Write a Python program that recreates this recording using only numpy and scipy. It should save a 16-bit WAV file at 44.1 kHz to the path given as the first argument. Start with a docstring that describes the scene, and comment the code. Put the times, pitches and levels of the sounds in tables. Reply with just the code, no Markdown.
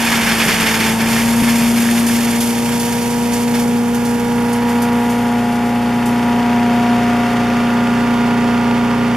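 """Dry leaves crunch over the drone of a single-cylinder petrol chipper shredder running outdoors.
The armful sags the engine until the governor catches it; the rotor shatters the leaves, flings
them against the steel hopper and blows the chips hissing into a cloth bag. As the hopper empties
the microphone moves along the bag to the engine, so the rotor's overtones shift and the clatter grows."""
import sys
import numpy as np
from scipy import signal
from scipy.fft import rfft, irfft, next_fast_len
from scipy.io import wavfile
from scipy.ndimage import map_coordinates

SR = 44100
rng = np.random.default_rng(int(sys.argv[2]) if len(sys.argv) > 2 else 0)


def transcribe(u):
    """Save the signal u as a 16-bit wav file named by the first command-line argument.

    u: samples, shape (n,) or (channels, n), limited to [-1, 1]; the rate is SR.
    q: integer samples, one column per channel.
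    """
    v = np.clip(np.atleast_2d(u).T, -1, 1)
    q = np.round(v * 32767).astype(np.int16)
    wavfile.write(sys.argv[1], SR, q)


N = 403956
TIME = np.arange(N) / SR

# the load drags the crankshaft down and the governor catches it: time_s, turns_per_s
CRANK_SPEED = [(0, 58.3), (0.25, 57.2), (0.68, 56.0), (0.88, 56.07), (1.1, 57.37), (1.4, 58.45),
               (2.25, 58.7), (3.2, 59.5), (4.2, 59.48), (6.4, 59.78), (7.1, 59.55), (9.16, 59.54)]


def amp(db):
    """Decibels to gain."""
    return 10 ** (np.asarray(db) / 20)


def unit(x):
    """Scaled to rms 1."""
    return x / np.sqrt(np.mean(x ** 2) + 1e-20)


def curve(rows):
    """An automation curve through rows of time and value."""
    return np.interp(TIME, *np.transpose(rows))


def after(start_s):
    """Seconds since a moment, zero before it."""
    return np.maximum(TIME - start_s, 0)


def colour(x, spectrum):
    """Minimum-phase EQ through rows of frequency and gain."""
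    hz, db = np.transpose(spectrum)
    size = next_fast_len(N + 8192)
    log_hz = np.log(abs(np.fft.fftfreq(size, 1 / SR)) + 1)
    log_gain = np.log(amp(np.interp(log_hz, np.log(hz), db)))
    response = np.exp(np.conj(signal.hilbert(log_gain)))[:size // 2 + 1]
    return irfft(rfft(x, size) * response, size)[:N]


def wander(rate_hz):
    """Smooth random drift of rms 1."""
    hz = np.fft.rfftfreq(N, 1 / SR)
    return unit(irfft(rfft(rng.standard_normal(N)) * np.exp(-(hz / rate_hz) ** 2), N))


def spread(mid, side):
    """Mid and side to stereo: the microphone's two ports agree in the bass and part in the treble."""
    # stereo width: frequency_hz, side_gain_db
    width = [(60, -14), (200, -11.5), (600, -7.5), (1200, -13.5), (2500, -13), (5000, -9), (9000, -7),
             (13000, -5)]
    side = colour(side, width)
    return np.array([mid + side, mid - side])


def grains(per_s, size_db):
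    """Dense tiny fractures of uneven size."""
    sizes = amp(size_db * np.minimum(rng.exponential(1, N), 4))
    return unit(rng.choice([-1, 1], N) * sizes * (rng.random(N) < per_s / SR))


def shower(level, spectrum, per_s, size_db):
    """Grains of one colour under a level curve, in stereo."""
    mid, side = (unit(colour(grains(per_s, size_db), spectrum)) for _ in range(2))
    return level * spread(mid, side)


def burst(start_s, decay_s, rise_s):
    """A quick swell that dies away."""
    age = np.clip(TIME - start_s, 0, 1)
    return (1 - np.exp(-age / rise_s)) * np.exp(-age / decay_s)


def snaps(per_s, decay_s):
    """Small clumps break at random: sudden rises that fade, mean 1."""
    starts = (rng.random(N) < per_s / SR) * rng.uniform(0.65, 1, N)
    swell = signal.lfilter([1], [1, -np.exp(-1 / (decay_s * SR))], starts)
    return swell / swell.mean()


def feed(full_db, step_db, fade_db_per_s, thin_s, run_out_db, armful_end_s=0.89, run_out_s=2.74):
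    """Flow of leaves: steady while the armful lasts, a step and a lull, a slow fade, then running out."""
    since = after(armful_end_s)
    step = step_db * (1 - np.exp(-since / 0.049))
    lull = -4.5 * np.exp(-((TIME - 1) / 0.067) ** 2)
    run_out = run_out_db * (1 - np.exp(-after(thin_s) / run_out_s))
    return amp(full_db + step + lull - fade_db_per_s * since + run_out)


def leaves(clump_depth=0.27, chip_depth=0.22):
    """Leaves shatter in clumps; their chips hiss down the chute until the hopper runs empty."""
    # leaves shattering in the rotor: frequency_hz, gain_db
    crunch_spectrum = [(100, -20), (180, 12.5), (330, 2), (600, -12.5), (900, -3), (1250, -2), (1550, 3.5),
                       (1950, 3.5), (2500, 5), (3300, 1), (5000, -4), (8000, -11.5), (15000, -39)]
    # chips hissing into the bag: frequency_hz, gain_db
    chip_spectrum = [(1500, -18), (3000, 5), (4800, 5), (7000, 6), (9000, 5.5), (11500, 6), (13000, 3.5),
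                     (14200, -1.5), (15200, -23)]
    # the blades bite a clump: start_s, relative_db
    blade_bites = [(0.075, -27), (0.113, -15), (0.261, -12), (0.415, -16), (0.475, -10.5), (0.609, -17),
                   (0.665, -13), (0.8, -15), (1.0, -13), (1.155, -19), (1.47, -18), (1.55, -25),
                   (1.757, -20), (2.269, -21), (2.714, -26), (2.83, -27), (3.538, -17.5)]
    # a spurt of chips hits the bag: start_s, level_db, decay_s
    chip_sprays = [(2.065, -24, 0.022), (2.403, -23.5, 0.042), (2.797, -25, 0.02), (2.849, -28, 0.013),
                   (3.329, -28, 0.032), (3.546, -28, .018), (3.589, -32, 0.031), (3.945, -29, 0.017),
                   (4.048, -29.5, 0.022), (4.09, -35, 0.013), (4.195, -31, .01), (4.355, -37, 0.0074),
                   (4.528, -24, 0.0092), (4.69, -33, 0.02), (4.819, -24, 0.016), (5.097, -32, 0.028),
                   (6.056, -30, .025)]
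    # one clump both crunches and sends a puff of chips down the chute
    clumps = snaps(per_s=46, decay_s=0.014)
    load = feed(full_db=-20.5, step_db=-3.5, fade_db_per_s=4.0, thin_s=4.2, run_out_db=-32)
    load = load * (1 + clump_depth * (clumps - 1))
    chips = feed(full_db=-25.5, step_db=0.5, fade_db_per_s=1.45, thin_s=2.98, run_out_db=-16)
    chips = chips * (1 + chip_depth * (clumps / 2 + snaps(per_s=210, decay_s=0.0051) - 3 / 2))
    bites = sum(amp(db) * burst(s, decay_s=0.028, rise_s=0.005) for s, db in blade_bites)
    sprays = sum(amp(db) * burst(s, decay_s, rise_s=0.0018) for s, db, decay_s in chip_sprays)
    crunching = shower(load + amp(-9) * bites, crunch_spectrum, per_s=8000, size_db=1)
    ringing = hopper(amp(-5) * load + amp(-7) * bites)
    hissing = shower(chips + amp(-21) * bites + sprays, chip_spectrum, per_s=16000, size_db=1.5)
    return crunching + ringing + hissing


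def hopper(level, stalk_hz=1780, stalk_width_hz=330):
    """Flung leaves keep the steel walls ringing; a supple stalk sets off only the main modes."""
    # modes of the sheet steel: pitch_hz, width_hz, relative_db
    steel_modes = [(1370, 47, -8), (1676, 31, -4), (1812, 80, 2), (2155, 100, 2.5), (2300, 120, 1),
                   (2500, 200, -13), (3410, 150, -4), (5220, 130, -5)]
    # a stalk whips the wall: start_s, peak_db
    stalk_hits = [(.374, -11), (.49, -11), (.812, -13), (1.004, -15), (1.165, -8), (1.488, -11),
                  (1.857, -14), (1.889, -8), (2.068, -16), (2.098, -10), (2.83, -19)]
    t = np.arange(SR // 10) / SR
    modes = np.array([amp(db) * np.sqrt(width) * np.exp(-np.pi * width * t) * np.sin(2 * np.pi * hz * t)
                      for hz, width, db in steel_modes])
    ring = modes.sum(0) / np.linalg.norm(modes.sum(0))
    ping = np.exp(-((np.array(steel_modes)[:, 0] - stalk_hz) / stalk_width_hz) ** 2) @ modes
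    mid, side = (signal.oaconvolve(level * grains(per_s=3500, size_db=2), ring)[:N] for _ in range(2))
    for start_s, db in stalk_hits:
        mid[round(start_s * SR):][:len(ping)] += amp(db) * ping / abs(ping).max()
    return spread(mid, side)


def engine_cycles(jitter=0.000962, surge=0.0013, drop_at_s=1.4233, drop_s=0.0021):
    """Count of four-stroke cycles, two turns each; the crank surges after each firing, then coasts."""
    rate = curve(CRANK_SPEED) / 2 * (1 + jitter * wander(22.8))
    cycles = np.cumsum(rate) / SR
    # the recorder drops about 2 ms of samples, so every tone jumps in phase with a dull click
    cycles = cycles - cycles[round(drop_at_s * SR)] + drop_s * rate * (TIME > drop_at_s)
    return cycles + surge * np.sin(2 * np.pi * cycles)


def strain(lag_s=0, free_turns_per_s=59.6, full_sag_turns_per_s=3.6):
    """How hard the engine labours, 0 running free to 1 at full throttle."""
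    speed = np.interp(TIME - lag_s, *np.transpose(CRANK_SPEED))
    return np.clip((free_turns_per_s - speed) / full_sag_turns_per_s, 0, 1) ** 2


def tone(cycles, db):
    """A sine of the given rms level that follows a count of cycles."""
    return np.sqrt(2) * amp(db) * np.sin(2 * np.pi * (cycles + rng.random()))


def walk_by(all_round_db, beam_db, facing_s, half_width_s, echo_share, dip_s, dip_spacing_s):
    """Gain of one overtone along the microphone's path: a beam, rippled by an echo."""
    beam = amp(all_round_db) + amp(beam_db) * np.exp(-((TIME - facing_s) / half_width_s) ** 2)
    return beam * abs(1 - echo_share * np.exp(2j * np.pi * (TIME - dip_s) / dip_spacing_s))


def rotor(cycles, drone_trim_db=-0.4, overtone_trim_db=0.05, load_boost_db=3.5):
    """Four blades passing the outlet: a strong drone with fluttering overtones that grow under load."""
    # swell of the drone: time_s, level_db
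    drone_level = [(0, -18.5), (0.66, -23), (1.04, -16.5), (1.45, -13), (2.11, -14.5), (2.98, -19),
                   (3.67, -15), (4.26, -17.5), (4.82, -15), (5.71, -16.5), (6.73, -13.5), (7.22, -16),
                   (8.05, -14.5), (9.16, -15.5)]
    # where the drone sits: time_s, left_minus_right_db
    drone_pan = [(0, 3), (1.2, 2), (3, 2.5), (4.5, 0.5), (7.2, 0.7), (9.16, -0.5)]
    # overtones, each beamed one way:
    # crank_multiple, all_round_db, beam_db, facing_s, half_width_s, echo_share, dip_s, dip_spacing_s
    beams = [(6, -40.5, -49, 2.2, 0.46, 0.5, 4.15, 5.5), (8, -36, -28, 4.01, 1.45, 0.17, 1.89, 1.93),
             (10, -44.5, -51, 1.8, .9, 0.67, 4.5, 4.3), (12, -39, -27.5, 6.81, 1.7, 0.29, 0.66, 1.796),
             (14, -42, -34, 6.3, 1.43, 1, 0.62, 6.5), (16, -38.5, -37, 5.5, 3.4, 0.4, .22, 1.824),
             (20, -76, -37, 8.4, 1.3, .17, 1.4, 1.4), (24, -58, -36.5, 8.8, 4.2, 0.3, 0.02, 3.13),
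             (28, -58, -43.5, 4.15, 2.3, 0.23, .6, 2.7)]
    drone = np.sqrt(2) * amp(curve(drone_level) + drone_trim_db) * np.sin(2 * np.pi * 8 * cycles)
    drone = drone * (1 + 0.11 * wander(52))  # flutter
    pan_db = curve(drone_pan) / 2
    overtones = sum(tone(2 * order * cycles, overtone_trim_db) * walk_by(*path) * (1 + 0.063 * wander(39))
                    for order, *path in beams)
    return drone * amp([pan_db, -pan_db]) + overtones * amp(load_boost_db * strain())


def exhaust(cycles, unevenness=0.075, throttle_db=5):
    """Firings through the silencer: high harmonics carry less far; an open throttle deepens the throb."""
    # the exhaust note: firing_multiple, relative_db
    harmonics = [(1, -60), (2, -38.5), (3, -46), (4, -29), (5, -34.5), (6, -33.5), (7, -30), (9, -33),
                 (10, -36), (11, -40), (13, -34), (14, -29.5), (18, -32.5)]
    # its swell, scaled for each harmonic below: time_s, swell_db
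    swell = [(0, -10.5), (1, -5.5), (2, -6), (3, -4.5), (7, -1), (9.16, -0.4)]
    swell_db = curve(swell)
    throb_db = throttle_db * strain(lag_s=0.42)
    note = 0
    for order, db in harmonics:
        level_db = db + swell_db * (0.094 + 0.17 * order) + throb_db * np.exp(-order / 4.5)
        note += tone(order * cycles, level_db)
    return note * (1 + unevenness * wander(9.7)) * amp([[0.3], [-0.3]])


def clatter(cycles, ring_db=3.5, rattle_db=6.0, decay_cycles=0.061, floor=0.56, uneven_db=0.6):
    """Knocks ring the casing alike in every cycle and shake loose metal at random."""
    # firing, valve and piston knocks: cycle_fraction, relative_db
    cycle_knocks = [(.03, -28.5), (.27, -24), (.55, -5.5), (.78, -27)]
    # the ringing casing: frequency_hz, gain_db
    ring_spectrum = [(250, -28), (420, -33), (600, 0), (850, 3), (1100, 2.5), (1600, 1), (2300, -3),
                     (3500, -11.5), (6000, -32.5), (15000, -46)]
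    # loose metal: frequency_hz, gain_db
    rattle_spectrum = [(200, -10), (350, -9.5), (520, -2), (650, -6.5), (880, 0.5), (1300, -6), (2300, -7),
                       (3200, -12), (5000, -18), (7000, -23.5), (10000, -28.5), (13000, -29.5),
                       (15000, -50)]
    # nearness of the engine: time_s, gain_db
    nearness = [(0, -31), (2.6, -40), (4.1, -38.5), (4.7, -33.5), (5.6, -34.5), (7, -31), (9.16, -32)]
    place = cycles % 1
    knocks = floor + sum(amp(db) * np.exp(-((place - at) % 1) / decay_cycles) for at, db in cycle_knocks)
    # the same contacts recur in every cycle, which makes a comb of fine lines
    grid = np.linspace(0, 1, 1500)
    contacts = [np.interp(place, grid, rng.standard_normal(len(grid))) for _ in range(2)]
    ring = [unit(colour(knocks * pattern, ring_spectrum)) for pattern in contacts]
    knocks = knocks * amp(uneven_db * wander(45))
    rattle = [unit(colour(knocks * rng.standard_normal(N), rattle_spectrum)) for _ in range(2)]
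    mid, side = amp(ring_db) * np.array(ring) + amp(rattle_db) * np.array(rattle)
    return spread(mid, side) * amp(curve(nearness))


def churning_air():
    """Turbulence in the rotor housing, stronger while it is full of leaves."""
    # the low rush of air: frequency_hz, gain_db
    churn_spectrum = [(10, -52), (35, -25), (60, -6), (95, -8.5), (150, 4), (230, -5), (330, -6.5),
                      (480, -4), (650, -9), (800, -2.5), (920, -8.5), (1200, -13.5), (4000, -40.5)]
    level_db = curve([(0, -30), (1.1, -27.5), (2, -29.5), (3.5, -30.5), (6, -34), (9.16, -33.5)])
    mid, side = (unit(colour(rng.standard_normal(N), churn_spectrum)) for _ in range(2))
    return amp(level_db) * spread(mid, side)


def microphone_turn(mix, lag_samples=1.0, phase_rad=0.26, shade_db=4.0):
    """A source to the right reaches the left port later, and shaded in the mids."""
    # direction of the machine: time_s, bearing (0 ahead, 1 well to the right)
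    bearings = [(0, 0.46), (1.8, 0.38), (2.7, 1), (4.2, 0.99), (5.3, -0.065), (7.2, -0.06), (8.2, 0.6),
                (9.16, 0.67)]
    toward_port = curve(bearings) * np.array([[-0.5], [0.5]])
    mids = signal.sosfiltfilt(signal.butter(1, [450, 6000], "bandpass", fs=SR, output="sos"), mix)
    mix = mix + mids * (amp(shade_db * toward_port) - 1)
    mix = (signal.hilbert(mix) * np.exp(1j * phase_rad * toward_port)).real
    read_at = np.arange(N) + lag_samples * toward_port
    return np.array([map_coordinates(port, [at], order=5, mode="nearest")
                     for port, at in zip(mix, read_at)])


def scene():
    """Engine and rotor share one shaft; the whole machine swings with the microphone's aim."""
    cycles = engine_cycles()
    return microphone_turn(rotor(cycles) + exhaust(cycles) + clatter(cycles) + churning_air() + leaves())


def record(dry, ceiling=0.76, cutoff_hz=15200):
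    """Two narrow notches, a soft ceiling on the sharpest cracks, then a steep low-pass."""
    # notches in the treble: centre_hz, width_hz
    notches = [(3965, 356), (7935, 260)]
    for hz, width in notches:
        dry = signal.lfilter(*signal.iirnotch(hz, hz / width, fs=SR), dry)
    limited = dry / (1 + (dry / ceiling) ** 8) ** (1 / 8)
    low_pass = signal.firwin(511, cutoff_hz, window=("kaiser", 9), fs=SR)
    return signal.oaconvolve(limited, low_pass[None], "same")


dry = scene()
out = record(dry)
transcribe(out)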